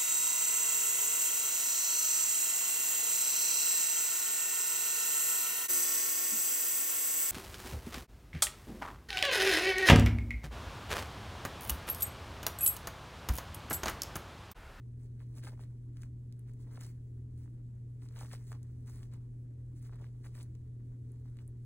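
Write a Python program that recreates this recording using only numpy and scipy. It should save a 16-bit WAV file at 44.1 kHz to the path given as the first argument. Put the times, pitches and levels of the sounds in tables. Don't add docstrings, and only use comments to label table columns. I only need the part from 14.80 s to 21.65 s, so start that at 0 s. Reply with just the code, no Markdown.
import sys
import numpy as np
from scipy import signal
from scipy.fft import rfft, irfft
from scipy.io import wavfile
from scipy.ndimage import uniform_filter1d

SR = 44100
rng = np.random.default_rng(int(sys.argv[2]) if len(sys.argv) > 2 else 0)


def master(y):
    cut = np.clip(np.atleast_2d(y).T, -1, 1)
    pcm = np.round(cut * 32767)
    wavfile.write(sys.argv[1], SR, pcm.astype(np.int16))


N = 302085
TIME = np.arange(N) / SR
BINS = np.fft.rfftfreq(N, 1 / SR)
LEAD = 256
SNAP_TOP_HZ = 11900
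PAD_LAG_S = 0.003095
IDLE_HAY_DB, IDLE_BEDDING_DB = -87, -87


# (f/Hz, relative level/dB per Hz)
HAY_COLOUR = [(600, -8.5), (2000, 0), (3200, -10), (4500, -1), (6500, -1.5), (9500, 0), (11300, -2.5),
              (13500, -10), (16000, -2)]


def hay(level_db=0.35, coarse_db=-6.0):
    _, _, slide_db, _ = np.transpose(SHOVES)
    fine = slips(per_s=9800, spread_db=1.5)
    coarse = slips(per_s=330, spread_db=2.5)
    grains = unit(fine) + amp(coarse_db) * unit(coarse)
    fizz = shifting(colour(grains, HAY_COLOUR), depth_db=2.0, size=7, count=8)
    return fizz * amp(level_db) * movement(slide_db, IDLE_HAY_DB)


# (f/Hz, relative level/dB per Hz)
BEDDING_COLOUR = [(120, -22.5), (350, 9), (550, 2.5), (720, -1.5), (980, 0.5), (1300, -3.5), (1900, -4.5),
                  (2500, -17), (4500, -12.5), (9000, -24)]


def bedding(level_db=2.5):
    _, _, _, crumple_db = np.transpose(SHOVES)
    clicks = slips(per_s=520, spread_db=0.0)
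    creases = colour(bend(clicks, PAD_LAG_S), BEDDING_COLOUR)
    crumple = shifting(creases, depth_db=3.5, size=3, count=7)
    return crumple * amp(level_db) * movement(crumple_db, IDLE_BEDDING_DB)


# (t/s, time held/s, sliding hay level/dB, crumpling bedding level/dB), levels before each layer's trim
SHOVES = [(0.21, 0.041, -79.5, -84.5), (0.408, 0.011, -77, -75.5), (0.572, 0.0066, -63.5, -70.5),
          (0.647, 0.027, -61.5, -61), (0.692, 0.03, -85, -68.5), (0.814, 0.011, -69, -69.5),
          (1.167, 0.082, -78, -81), (1.684, 0.012, -78.5, -77.5), (1.807, 0.017, -75.5, -79),
          (1.87, 0.034, -91, -76.5), (1.927, 0.033, -72, -70.5), (2.018, 0.025, -63, -69.5),
          (2.08, 0.012, -68, -88), (2.585, 0.062, -77, -95), (3.225, 0.028, -73, -76),
          (3.32, 0.03, -78, -76.5), (3.37, 0.076, -66.5, -66), (3.408, 0.012, -61.5, -72),
          (3.475, 0.045, -69, -77), (3.534, 0.0025, -58.5, -62.5), (3.59, 0.051, -74, -101),
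          (3.682, 0.036, -67, -83), (3.725, 0.022, -91, -67.5), (3.8, 0.3, -88, -88.5),
          (4.081, 0.016, -66.5, -72.5), (4.13, 0.053, -69, -79.5), (4.219, 0.023, -73, -75),
          (4.335, 0.014, -76, -71), (4.97, 0.013, -75, -91), (5.028, 0.038, -71, -78.5),
          (5.115, 0.036, -87, -71.5), (5.2, 0.067, -80, -72), (5.456, 0.0028, -66.5, -66),
          (5.56, 0.058, -66, -71.5), (6.25, 0.37, -88.5, -89.5), (6.46, 0.022, -88, -81),
          (6.597, 0.012, -79, -77)]
RISE_S, SETTLE_S = 0.019, 0.025
STIR_DB, STIR_DB_PER_S = -14.5, 97
FIDGET_DB = -1


def movement(levels_db, idle_db):
    t = TIME[::64]
    fidget = colour(rng.standard_normal(N), [(1, 0), (8, 0), (40, -90)])[::64]
    power = amp(idle_db + FIDGET_DB * fidget) ** 2
    for (start, held, _, _), db in zip(SHOVES, levels_db):
        before = np.maximum(start - t, 0)
        after = np.maximum(t - start - held, 0)
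        power += amp(db - 10 * (before / RISE_S + after / SETTLE_S) ** 2) ** 2
        power += amp(db + STIR_DB - STIR_DB_PER_S * (before + after)) ** 2
    return np.interp(TIME, t, np.sqrt(power))


def crackle(level_db=-2, per_s=125, low_hz=900, high_hz=4600, count=10):
    _, _, slide_db, crumple_db = np.transpose(SHOVES)
    kinks = np.zeros(N)
    for hz in np.geomspace(low_hz, high_hz, count):
        kink = crack(hz, 2 * hz, splinter=0.1, splinter_s=0.001)
        clicks = slips(per_s / count, spread_db=-1.5)
        kinks += signal.oaconvolve(clicks, kink)[LEAD:LEAD + N]
    gain = movement((slide_db + crumple_db) / 2, IDLE_BEDDING_DB + STIR_DB)
    return amp(level_db) * unit(kinks) * gain


def ticks(per_s=22, over_db=4.0, low_hz=3200):
    _, _, slide_db, _ = np.transpose(SHOVES)
    breaks = slips(per_s, spread_db=1.5) * movement(slide_db, IDLE_HAY_DB)
    tick = crack(low_hz, SNAP_TOP_HZ, splinter=0.53, splinter_s=0.001)
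    return amp(over_db) * signal.oaconvolve(breaks, tick)[LEAD:LEAD + N]


# (t/s, tick level/dB as rms over 1 ms before the ports, lowest f/Hz,
#  jolt to the neighbours level/dB re the tick, splintering 0-1)
SNAPS = [(0.6388, -54, 5000, -13, 1), (0.648, -55.5, 5200, -2, 1), (1.1708, -63, 2300, -2, 0.3),
         (1.2156, -61, 3600, -5, 0.7), (1.2208, -55.5, 4000, -4, 0.3), (1.2343, -57, 2200, -11, 0.5),
         (1.5252, -59, 2860, -15, 0.2), (1.5935, -58, 8800, -11, 0.2), (1.736, -63.5, 6200, -6, 0.4),
         (1.992, -67, 2700, -1, 0.3), (2.0107, -49, 4800, -2.5, 0.4), (2.035, -51, 5100, -5, 0.8),
         (2.0655, -52, 6300, -10, .2), (3.288, -68.5, 2500, 9.5, 0.5), (3.37, -61.5, 3000, 6, 0.83),
         (3.39, -51, 3000, -10, 0.7), (3.407, -53.5, 3500, 0, 0.7), (3.5318, -50.5, 3140, 2, 0.5),
         (3.7188, -53.5, 4300, -20, 1), (3.728, -56, 4300, -5, 0.5), (3.8305, -57, 4930, -24, 0.2),
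         (4.0962, -59, 5130, -9, 0.2), (4.1585, -58, 6500, -9, .3), (4.232, -62, 2600, 3, .5),
         (4.3375, -57, 4630, -11, 0.7), (5.0273, -59, 6200, -15, 0.5), (5.158, -64, 7550, -7, 0.2),
         (5.2144, -66, 6500, -12, .2), (5.56, -62, 5000, -9, .4), (5.6295, -51.5, 6300, -19, 0.6),
         (5.7523, -69, 3000, 4.5, .1), (6.3193, -59, 9050, -17, 0.16), (6.5703, -64.5, 4960, 3.5, 0.1),
         (6.6783, -54, 8900, -28, 0)]


def snaps(level_db=0.0, jolt_low_hz=1200, jolt_top_hz=7000):
    out = np.zeros(N)
    for s, db, low_hz, jolt_db, splinter in SNAPS:
        tick = crack(low_hz, SNAP_TOP_HZ, splinter, splinter_s=0.0015)
        jolt = crack(jolt_low_hz, jolt_top_hz, splinter, splinter_s=0.0036)
        snap = tick + amp(jolt_db) * jolt
        add(out, s - LEAD / SR, amp(db + level_db) * snap)
    return out


# (t/s, level/dB as rms over 1 ms before the ports, centre f/Hz)
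POPS = [(0.4038, -60, 1830), (0.417, -63, 1700), (0.581, -69, 1500), (0.6385, -58, 1520),
        (0.648, -57, 1500), (0.6700, -50, 1430), (0.6723, -46, 950), (0.687, -61, 597), (0.736, -66, 1510),
        (0.7767, -62, 980), (0.7937, -52.5, 940), (1.17, -62.5, 1800), (1.234, -52.5, 1740),
        (1.696, -65, 1400), (1.893, -67, 900), (1.926, -66, 1640), (1.9745, -51.5, 1430),
        (1.977, -49.5, 646), (2.0123, -56, 1690), (2.037, -61, 950), (2.0675, -61, 1000),
        (2.659, -65, 1050), (2.678, -65, 1410), (3.223, -63, 1580), (3.369, -65, 1590), (3.4113, -44, 890),
        (3.4208, -52, 1180), (3.43, -50, 990), (3.4498, -53, 1080), (3.5144, -51.5, 1970),
        (3.5344, -44, 640), (3.7184, -44.5, 1160), (3.7287, -49, 1370), (4.0885, -60, 1090),
        (4.097, -59, 1250), (4.1895, -68, 1260), (4.23, -60.5, 2030), (4.3245, -72, 1690),
        (5.06, -65, 1630), (5.0945, -57.5, 1190), (5.126, -58, 1300), (5.1327, -57, 1260),
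        (5.1565, -62, 1070), (5.1955, -62, 840), (5.208, -56, 625), (5.219, -53, 527), (5.2432, -55, 1590),
        (5.4495, -66, 1050), (5.4622, -53.5, 1230), (6.456, -64.5, 930), (6.478, -69, 930),
        (6.589, -58, 2230), (6.606, -69, 1320)]
# (f/Hz, relative level/dB per Hz)
POP_COLOUR = [(120, -21), (380, -8), (900, 5.5), (1400, -2), (2000, -8), (2800, -21), (12000, -45)]
POP_CENTRE_HZ = 1000


def pops(level_db=0.0):
    out = np.zeros(N)
    for s, db, hz in POPS:
        dullness = POP_CENTRE_HZ / hz
        push = release(splinter=0.1, splinter_s=0.003)
        push_hz = np.fft.rfftfreq(len(push), 1 / SR)
        shape = amp(read(POP_COLOUR, push_hz * dullness))
        knock = irfft(rfft(push) * shape)
        knock = bend(knock, PAD_LAG_S * np.sqrt(dullness))
        add(out, s - LEAD / SR, amp(db + level_db) * per_ms(knock))
    return out


# (f/Hz, phase/rad), negative where it trails
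CHANNEL_LEAD = [(100, 0), (1000, -.5), (2150, .25), (2600, 2), (4100, 2), (5000, 3.1), (7500, 6.1),
                (9300, 6.6), (11300, 9.2), (13000, 9.7), (15000, 12.4)]


def ports(x, room_db, room_t60, count=5):
    half_lead = np.outer([.5, -.5], read(CHANNEL_LEAD, BINS))
    out = irfft(rfft(x) * np.exp(1j * half_lead), N)
    t = TIME[:SR // 5]
    spot = TIME * 14
    for k in range(count):
        away = abs((spot - k + count / 2) % count - count / 2)
        share = np.cos(np.pi / 2 * np.minimum(away, 1))
        decay = amp(-60 * t / room_t60) * (t > .002)
        taps = rng.standard_normal((2, len(t))) * decay
        taps /= np.linalg.norm(taps, axis=1, keepdims=True)
        out += amp(room_db) * signal.oaconvolve((x * share)[None], taps, axes=1)[:, :N]
    return out


# (f/Hz, rms level/dB, waver of level/dB, waver of phase/rad)
HUM = [(39.6, -64, 2, 0.74), (79.53, -62, 4, 0.12), (120.07, -45.5, 0.23, .13), (241, -70, 1.5, 0.32),
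       (361.6, -80, 2, 0.94), (426, -78.5, 2.5, 0.3)]


def hum():
    out = np.zeros(N)
    slow = [(1, 0), (4, -12), (20, -90)]
    for hz, db, waver_db, drift in HUM:
        swell = colour(rng.standard_normal(N), slow)
        wander = colour(rng.standard_normal(N), slow)
        phase = 2 * np.pi * (hz * TIME + rng.random()) + drift * wander
        out += np.sqrt(2) * amp(db + waver_db * swell) * np.sin(phase)
    return out


# (f/Hz, relative level/dB per Hz)
AIR_COLOUR = [(8, -12.5), (25, 1), (105, 0.5), (150, -6), (210, -9.5), (270, -7), (310, -12.5),
              (400, -17.5), (600, -29.5), (1200, -43.5), (2500, -46), (5000, -53), (10000, -51),
              (15500, -53)]
AIR_DB = -54.5
# (f/Hz, coherence -1 to 1)
AIR_LIKENESS = [(20, 1), (130, 0.95), (290, 0.78), (600, -0.35), (900, -0.85), (1750, -0.8), (3100, -0.046),
                (7500, 0.91), (13000, -0.93)]


def air(waver_db=2.0):
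    shared, apart = rfft(rng.standard_normal((2, N)))
    likeness = np.clip(read(AIR_LIKENESS, BINS), -1, .998)
    pair = shared * np.sqrt(1 + likeness) + np.outer([1, -1], apart * np.sqrt(1 - likeness))
    noise = irfft(pair * amp(read(AIR_COLOUR, BINS)), N)
    hz, _, z = signal.stft(noise, SR, nperseg=2048)
    patches = uniform_filter1d(rng.standard_normal(z.shape[1:]), size=3, axis=0)
    patches = unit(uniform_filter1d(patches, size=6, axis=1))
    upper = np.interp(hz, [150, 220, 500, 1000], [0, 1, 1, 0])[:, None]
    wavering = signal.istft(z * amp(waver_db * patches * upper), nperseg=2048)[1][:, :N]
    return amp(AIR_DB) * unit(wavering)


def slips(per_s, spread_db):
    size = amp(spread_db * np.minimum(rng.exponential(1, N), 3.5))
    return size * rng.choice([-1., 1.], N) * (rng.random(N) < per_s / SR)


def shifting(x, depth_db, size, count):
    z = signal.stft(x, nperseg=256)[2]
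    patches = uniform_filter1d(rng.standard_normal(z.shape), size, 0)
    patches = np.clip(unit(uniform_filter1d(patches, count, 1)), -2, 2)
    return unit(signal.istft(z * amp(depth_db * patches), nperseg=256)[1][:N])


def release(splinter, splinter_s):
    n = np.arange(2048) - LEAD
    burst = rng.standard_normal(len(n)) * np.exp(-np.maximum(n, -2 * n) / SR / splinter_s)
    share = np.clip(splinter, 0, 1)
    return np.sqrt(1 - share) * (n == 0) + np.sqrt(share) * burst / np.linalg.norm(burst)


def crack(low_hz, top_hz, splinter, splinter_s):
    edges = [min(low_hz, top_hz * .85), min(top_hz, SR * .42)]
    band = signal.butter(2, edges, "bandpass", fs=SR, output="sos")
    return per_ms(signal.sosfilt(band, release(splinter, splinter_s)))


def bend(x, lag_s):
    hz = np.fft.rfftfreq(len(x), 1 / SR)
    turns = lag_s * (2 * np.sqrt(2000 * hz) - hz)
    return irfft(rfft(x) * np.exp(-2j * np.pi * turns), len(x))


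def amp(db):
    return 10 ** (np.asarray(db) / 20)


def unit(x):
    return x / np.sqrt(np.mean(x ** 2) + 1e-20)


def per_ms(x):
    return x / np.linalg.norm(x) * np.sqrt(SR / 1000)


def read(points, hz):
    f, value = np.transpose(points)
    return np.interp(np.log(hz + 1), np.log(f + 1), value)


def colour(x, spectrum):
    return unit(irfft(rfft(x) * amp(read(spectrum, BINS)), N))


def add(mix, s, sound):
    part = mix[max(round(s * SR), 0):][:len(sound)]
    part += sound[:len(part)]


def scene():
    balance = amp([[.15], [-.15]])
    room = hum() * balance + air()
    rustle = ports(hay() + bedding(), room_db=-8, room_t60=.1)
    clicks = ports(snaps() + ticks() + crackle() + pops(), room_db=-11.5, room_t60=0.065)
    return rustle + clicks + room


EDGE_HZ = 15900


def record(dry):
    low_pass = signal.firwin(511, EDGE_HZ, window=("kaiser", 9), fs=SR)
    return signal.oaconvolve(dry, low_pass[None], "same")


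dry = scene()
out = record(dry)
master(out)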